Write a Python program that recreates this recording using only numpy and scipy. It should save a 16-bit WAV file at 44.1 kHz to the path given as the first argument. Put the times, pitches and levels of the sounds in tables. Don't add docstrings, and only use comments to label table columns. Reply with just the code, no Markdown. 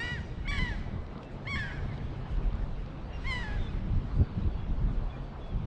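import sys
import numpy as np
from scipy import signal
from scipy.fft import rfft, irfft, next_fast_len
from scipy.io import wavfile
from scipy.ndimage import uniform_filter1d, map_coordinates

SR = 44100
rng = np.random.default_rng(int(sys.argv[2]) if len(sys.argv) > 2 else 0)


def int16_out(signal):
    q = np.round(np.clip(np.atleast_2d(signal).T, -1, 1) * 32767)
    wavfile.write(sys.argv[1], SR, q.astype(np.int16))


N = 249589

# time_s [s], pitch_hz [Hz], second_harmonic_db [dB]
GULL_NOTES = [
    [(0, 908, -37), (0.012, 930, -35.5), (0.025, 940, -36.5), (0.037, 974, -38), (0.08, 972.4, -39),
     (0.125, 974.4, -38), (0.15, 940, -41.5), (0.17, 877, -45), (0.19, 768, -49), (0.2, 720, -62)],
    [(0.45, 730, -56), (0.465, 722, -51), (0.476, 866, -48), (0.478, 1040, -38), (0.482, 1100, -38),
     (0.49, 1142, -37.5), (0.512, 1140, -36)],
    [(0.511, 1147, -41), (0.53, 1151, -41), (0.57, 1118, -41), (0.591, 1060, -36.5)],
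    [(0.59, 1016, -32.5), (0.605, 1002, -36), (0.622, 1025, -35.5), (0.64, 991, -38.5), (0.692, 947, -40),
     (0.706, 867, -45), (0.72, 861, -42.5), (0.74, 810, -48), (0.765, 760, -68)],
    [(1.452, 900, -51.5), (1.465, 850, -50), (1.475, 1045, -37.5), (1.49, 1113, -40), (1.51, 1134, -37.5),
     (1.545, 1071, -35), (1.556, 1070, -35)],
    [(1.556, 1112, -41), (1.575, 1135, -47), (1.595, 1063, -49), (1.615, 1020, -65)],
    [(1.55, 813, -53), (1.565, 842, -50), (1.582, 910, -39.5), (1.6, 879, -35.5), (1.63, 830, -39),
     (1.66, 805, -43), (1.715, 730, -50.5)],
    [(1.716, 808, -49), (1.73, 833, -46.5), (1.755, 848, -48.5), (1.8, 730, -55.5)],
    [(3.24, 944, -49.5), (3.255, 970, -45.5), (3.275, 1082, -38.5), (3.295, 1072, -38), (3.32, 1021, -35),
     (3.35, 995, -38), (3.43, 948, -43.5), (3.44, 871, -42), (3.51, 821, -49), (3.55, 847, -48.5),
     (3.595, 763, -60)],
    [(1.63, 942, -47), (1.69, 948, -52), (1.712, 1010, -47.5), (1.722, 890, -48)],
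    [(0.022, 926, -56), (0.04, 926, -50), (0.085, 926, -52), (0.11, 926, -60)],
]
# [dB, relative to the note]
GULL_VOICES = [(-1.5, 1, -8, -48, 1.1, -24), (-0.5, 3.5, -42, -42, 1.3, -26), (4, 4, -8, -9, 1.7, -17),
               (2.5, -1.5, -19, -41, 1.4, -22), (3.5, 1.5, -37, -45, 1.4, -35), (12, 9.5, -4, -6, 1.5, -18),
               (-25, -6, -31, -23, .5, -24), (-8.5, -2, -20, -13, 0, -29), (5, -0.5, -45, -39, 1.9, -24),
               (4, -18, -26, -3, -2, -30), (-11, 4, 7, -56, 1.4, -44)]
# frequency_hz [Hz], gain_db [dB]
WALL_COLOUR = [(1500, -4), (3000, 0), (4500, 3), (5700, 11), (6500, 14), (7500, 4), (12000, 0)]


def amp(db):
    return 10 ** (np.asarray(db) / 20)


def unit(x):
    return x / np.sqrt(np.mean(x ** 2) + 1e-20)


def along(points, hz):
    point_hz, values = np.transpose(points)
    return np.interp(np.log(hz + 1), np.log(point_hz + 1), values)


def curves(rows):
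    times_s, *columns = np.transpose(rows)
    first = max(0, round(times_s[0] * SR))
    last = min(N, round(times_s[-1] * SR))
    n = np.arange(first, last)
    return [n] + [np.interp(n / SR, times_s, column) for column in columns]


def held(curve):
    return np.pad(curve, (0, N - len(curve)), "edge")


def fade(n, edge_s):
    k = np.arange(len(n)) / SR
    return np.clip(np.minimum(k, k[::-1]) / edge_s, 0, 1)


def wobble(rate, size=N):
    knots = rng.standard_normal(int(size * rate / SR) + 4)
    return map_coordinates(knots, [np.arange(size) * rate / SR])


def filtered(x, response):
    m = next_fast_len(N + SR // 2)
    return irfft(rfft(x, m) * response(np.fft.rfftfreq(m, 1 / SR)), m)[..., :N]


def rush(spectrum, patchy_db):
    z = signal.stft(rng.standard_normal(N + 2048), nperseg=512)[2]
    patches = uniform_filter1d(rng.standard_normal(z.shape), size=6, axis=0)
    patches = uniform_filter1d(patches, size=10, axis=1)
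    noise = signal.istft(z * amp(patchy_db * unit(patches)), nperseg=512)[1][512:][:N]
    return unit(filtered(noise, lambda hz: amp(along(spectrum, hz))))


def gulls():
    # frequency_hz [Hz], gain_db [dB]
    throat = [(400, -35.5), (800, -9), (1150, -12.5), (1700, 3), (2200, 2), (2600, -14.5), (3000, -5),
              (3400, -14), (4200, -15.5), (5300, -24), (5900, -30), (6350, -43), (6900, -33), (8250, -33),
              (8850, -48), (9400, -53), (11200, -58), (12200, -65), (15000, -78.5)]
    out = np.zeros(N)
    sixth = np.arange(2, 80)[:, None]
    k = sixth / 6
    harmonic = k % 1 == 0
    off_harmonic = sixth % 3 > 0
    for rows, (first_db, odd_db, half_db, rasp_db, tilt_db, _) in zip(GULL_NOTES, GULL_VOICES):
        n, hz, db = curves(rows)
        clear = rasp_db < -26
        phase = 2 * np.pi * np.cumsum(hz * (1 + 0.0011 * wobble(85.5, size=len(n)))) / SR

        below_peak_db = db - db.max()
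        tilt_db = tilt_db + 0.25 * below_peak_db
        weak_db = 0.18 * below_peak_db
        kind_db = np.select([k == 1, k % 2 == 0, harmonic, sixth % 3 == 0],
                            [first_db, 0, odd_db + weak_db, half_db], rasp_db)
        levels = along(throat, k * hz) - along(throat, 2 * hz)
        levels = levels + kind_db + tilt_db * np.maximum(k - 2, 0)
        levels = levels - 11 * (k % 1 < .4) * (k % 1 > 0)
        levels = levels + 1.5 * np.maximum(k - 2, 0) * off_harmonic
        thinning_db = np.clip(8 * (k - 2.5), 0, 11) * np.where(k < 5, 1, .5)
        levels = levels - thinning_db * (sixth % 6 == 3) * clear
        levels = levels - 3 * (k >= 4) * harmonic * (rasp_db > -16)
        levels = levels + along(WALL_COLOUR, k * hz) * (rows is GULL_NOTES[-1])
        levels = levels - 1.2 * below_peak_db * off_harmonic * (k < 4) * clear
        still_shut = amp(-60 * np.arange(len(n)) / SR / 0.17)
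        levels = levels - 5 * still_shut * np.maximum(k - 4, 0) * clear * (n[0] > 0)

        drift = wobble(200, size=len(k) * len(n)).reshape(len(k), -1)
        loose = np.clip((0.03 + 0.12 * amp(rasp_db)) * (k - 1), 0, 1)
        loose = np.where(off_harmonic, np.clip(.55 * k, 0, 1), loose)
        size = np.sqrt(1 - loose ** 2) + loose * drift
        lines = np.sin(k * phase + rng.uniform(0, 2 * np.pi, k.shape))
        tone = np.sum(size * amp(levels) * lines, axis=0)
        out[n] += np.sqrt(2) * amp(db) * fade(n, edge_s=.0025) * tone
    return out


def breath():
    # [dB per Hz, relative]
    breath_colour = [(900, -48), (1600, -14), (2400, -6), (4000, -3), (5600, -10.5), (6350, -14),
                     (8200, -19.5), (10500, -31), (13500, -46.5), (22000, -120)]
    effort = np.zeros(N)
    for rows, voice in zip(GULL_NOTES, GULL_VOICES):
        n, hz, db = curves(rows)
        effort[n] += amp(db + voice[-1]) * fade(n, edge_s=.005)
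    return effort * rush(breath_colour, patchy_db=3)


def small_birds():
    # start_s [s], length_s [s], first_hz [Hz], middle_hz [Hz], last_hz [Hz],
    # first_db [dB], last_db [dB], octave_db [dB, relative to the note], waver [share of the pitch]
    whistles = [(1.24, 0.059, 2700, 2640, 2750, -60, -68, -39, .008),
                (1.875, 0.063, 2375, 2120, 2030, -58, -57, -47, 0.008),
                (3.01, 0.095, 4320, 4554, 4900, -74, -76, -45, 0.008),
                (3.125, 0.054, 2820, 2780, 2725, -58, -54.5, -12, .005),
                (3.577, 0.11, 3610, 3620, 3450, -58.5, -56.5, -37, 0.0098),
                (3.682, 0.037, 2550, 2520, 2430, -55, -67, -10, 0.006),
                (4.135, 0.14, 4500, 4600, 4530, -77, -71.5, -41, 0.007),
                (4.275, 0.125, 4430, 4330, 4200, -73, -76, -38.5, .025),
                (4.411, 0.036, 4010, 3810, 4100, -62, -68, -39, .025),
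                (4.455, .035, 4000, 3780, 3550, -67, -69, -40, .015),
                (4.492, 0.066, 3480, 3330, 3320, -67.5, -69, -37, .01),
                (4.51, 0.067, 4520, 4470, 4380, -68, -72.5, -43, 0.0098),
                (4.55, 0.1, 3350, 3370, 3360, -71, -64, -37, 0.0071),
                (5.091, 0.038, 3120, 3380, 3080, -64, -64, -40, .03),
                (5.122, 0.042, 2460, 2390, 2400, -56.5, -58, -37, .012),
                (5.158, .036, 3370, 3420, 3560, -69, -69, -30, 0.011),
                (5.2, 0.13, 4600, 4530, 4550, -79, -76, -26, 0.0033),
                (5.409, 0.055, 3490, 3420, 3330, -59.5, -60.5, -39, 0.0053),
                (5.455, 0.1, 3380, 3370, 3060, -61, -68, -36, 0.007)]
    out = np.zeros(N)
    for start_s, length_s, first, middle, last, first_db, last_db, octave_db, waver in whistles:
        n, u, db = curves([(start_s, 0, first_db), (start_s + length_s, 1, last_db)])
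        bend_hz = 4 * (middle - (first + last) / 2) * u * (1 - u)
        hz = first + (last - first) * u + bend_hz
        phase = 2 * np.pi * np.cumsum(hz * (1 + waver * wobble(130, size=len(n)))) / SR
        tone = np.sin(phase) + amp(octave_db) * np.sin(2 * phase)
        level = amp(db + 2.5 * wobble(50, size=len(n)))
        out[n] += np.sqrt(2) * level * fade(n, edge_s=0.008) * tone
    return out


def shore(x):
    # delay_s [s], level_db [dB]
    walls = [(.07, -16.5), (0.148, -31), (0.209, -24.5)]
    # frequency_hz [Hz], time_to_fall_60_db_s [s]
    fading = [(500, 0.23), (2000, 0.33), (8000, 0.88)]
    far_t60_s, far_db = 1.9, -16.5
    hz, t, z = signal.stft(rng.standard_normal(SR), SR, nperseg=256)
    near = signal.istft(z * amp(-60 * t / along(fading, hz)[:, None]), SR, nperseg=256)[1][:SR]
    far = unit(rng.standard_normal(SR)) * amp(-60 * np.arange(SR) / SR / far_t60_s)
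    tail = near / np.linalg.norm(near) * amp(-13.5) + far / np.linalg.norm(far) * amp(far_db)
    diffuse = signal.fftconvolve(np.pad(x, (600, 0)), tail)[:N]
    echoes = sum(amp(db) * np.pad(x, (round(delay_s * SR), 0))[:N] for delay_s, db in walls)
    return filtered(echoes, lambda hz: amp(along(WALL_COLOUR, hz))) + diffuse


def drips():
    # start_s [s], level_db [dB, before the onset and the gains below], starting_pitch_hz [Hz]
    drops = [(1.065, -52.5, 3680), (1.179, -54, 4180), (1.231, -46.5, 3740), (1.246, -58, 7000),
             (1.978, -55, 4620), (2.37, -55, 4250), (2.53, -58, 4540), (2.554, -58, 7000),
             (2.861, -56, 5360),]
    # frequency_hz [Hz], gain_db [dB]
    splash_colour = [(1500, -7), (3500, 9.5), (7000, -14), (10000, -23), (14000, -52)]
    t60_s, onset_s = 0.0096, 0.00084
    t = np.arange(SR // 20) / SR
    blips, splash = np.zeros(N + SR), np.zeros(N + SR)
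    for start_s, db, hz in drops:
        start = round(start_s * SR)
        shape = amp(db - 60 * t / t60_s) * (1 - np.exp(-t / onset_s))
        blips[start:][:len(t)] += 1.4 * shape * np.sin(2 * np.pi * hz * t * (1 + 15 * t))
        splash[start:][:len(t)] += 4 * shape * rng.standard_normal(len(t))
    return blips[:N] + filtered(splash[:N], lambda hz: amp(along(splash_colour, hz)))


def noise_bed():
    # time_s [s], swell_db [dB], hiss_db [dB]
    bed = [(0, -47, -58), (.45, -50, -62.5), (.7, -46, -57), (1, -48.5, -64.5), (1.94, -47.5, -60.5),
           (3.07, -47, -63), (3.3, -46, -55), (3.6, -46.5, -57), (3.86, -48, -62), (5.66, -47, -63)]
    # [dB per Hz, relative]
    swell_colour = [(130, -9.5), (220, -2), (302, -6.5), (522, -9), (825, -12), (1320, -16.5),
                    (1520, -21.5), (2500, -41.5), (3250, -42), (5500, -120)]
    hiss_colour = [(880, -40), (1500, -0.5), (2050, -2.5), (2250, -2), (3940, -8.5), (4930, -16),
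                   (5510, -19), (8630, -40), (10100, -51.5), (13200, -70.5), (22000, -120)]
    fizz_colour = [(2500, -32.5), (4500, 0), (6500, -4), (8600, -9), (10200, -19), (13200, -48),
                   (22000, -120)]
    fizz_db, puff_db = -17.5, 2.7
    n, swell_db, hiss_db = curves(bed)
    swell_db, hiss_db = held(swell_db), held(hiss_db)
    lap = wobble(6.7)
    swell = amp(swell_db + 0.65 + 0.5 * lap) * rush(swell_colour, patchy_db=1.68)
    hiss = amp(hiss_db + 2.0 + 0.18 * lap + 0.18 * wobble(19)) * rush(hiss_colour, patchy_db=2.0)
    fizz = amp(hiss_db + fizz_db + puff_db * wobble(25)) * rush(fizz_colour, patchy_db=1.5)
    return swell + hiss + fizz


def wind():
    # time_s [s], buffet_db [dB], flutter_db [dB]
    calm = [(0.0, -52, -44), (0.3, -41, -41), (0.6, -34, -37.5), (0.8, -36, -41), (1.04, -46, -44.5),
            (1.25, -44.5, -46.5), (1.7, -41, -37.5), (2.11, -40.5, -42.5), (2.44, -30.5, -38),
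            (2.6, -35, -39.5), (2.93, -44.5, -42.5), (3.2, -36.5, -44.5), (3.33, -40, -43),
            (4.02, -34, -35.5), (4.52, -33, -41.5), (4.87, -34, -35.5), (5.31, -41, -47.5),
            (5.66, -38.5, -36.5)]
    # [s, how long before the peak the power is at 37 percent]
    gusts = [(.05, -38, -51, 0.015), (.39, -36, -56, 0.042), (0.628, -43, -26.5, 0.0079),
             (0.71, -21, -27, 0.01), (0.95, -48, -35.5, 0.032), (1.0, -30, -51, 0.014),
             (1.59, -39, -54, 0.055), (2.25, -44, -52, 0.017), (2.45, -35, -42, 0.02),
             (2.54, -28.5, -35, 0.016), (2.71, -32, -53, 0.078), (3.28, -30, -53, 0.031),
             (3.608, -26.5, -46, 0.035), (3.75, -31, -52, 0.018), (3.96, -26, -31, 0.044),
             (4.204, -25.5, -22.5, 0.023), (4.393, -30.5, -27.5, 0.019), (4.461, -29.5, -26, 0.021),
             (4.7, -28.5, -34, 0.012), (4.791, -26, -58, 0.019), (4.85, -29.5, -33, 0.032),
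             (5.0, -30, -44, 0.082), (5.219, -36.5, -51, 0.028), (5.551, -37, -35.5, 0.024)]
    # [dB per Hz, relative]
    buffet_colour = [(8.8, -37.5), (15, -2.5), (38, 3.5), (90, -10), (120, -36.5), (200, -120)]
    flutter_colour = [(38, -40), (65, -1.5), (94, -2.5), (140, -5.5), (211, -10.5), (247, -18.5),
                      (420, -26.5), (550, -44), (920, -120)]
    fall_over_rise = 0.98
    n, *calm_db = curves(calm)
    power = amp([2 * held(c) for c in calm_db])
    for peak_s, *peak_db, width_s in gusts:
        t = (np.arange(N) / SR - peak_s) / width_s
        bump = np.exp(-(t / np.where(t < 0, 1, fall_over_rise)) ** 2)
        power += amp(peak_db)[:, None] ** 2 * bump
    eddies = wobble(11)
    buffet = unit(amp(1.0 * eddies + 0.79 * wobble(4.0)) * rush(buffet_colour, patchy_db=-1.3))
    flutter = unit(amp(1.4 * eddies + 1.68 * wobble(45)) * rush(flutter_colour, patchy_db=1.5))
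    blowing = np.sum(np.sqrt(power) * [buffet, flutter], axis=0)
    return .15 * np.tanh(blowing / .15)


def engine(hz=137):
    # [dB, sine amplitude before the random wobble]
    hum = [(0, -47.5), (.9, -57), (1.4, -44), (2.3, -41.5), (3, -47.5), (4.8, -52), (5.2, -42), (5.66, -54)]
    n, db = curves(hum)
    phase = 2 * np.pi * np.cumsum(hz * (1 + 0.02 * wobble(5.9))) / SR
    return amp(held(db) + 0.73 * wobble(8.2)) * np.sin(phase)


def scene():
    birds = gulls() + breath() + small_birds()
    return (birds + shore(birds) + drips() + noise_bed() + wind() + engine())[None]


def record(dry):
    top_hz = 14000
    drift = np.linspace(dry[:, 0], dry[:, -1], N, axis=1)
    kept = drift + filtered(dry - drift, lambda hz: hz < top_hz)
    left_s = np.arange(N)[::-1] / SR
    return kept * np.sin(np.pi / 2 * np.clip(left_s / .008, 0, 1)) ** 2


dry = scene()
out = record(dry)
int16_out(out)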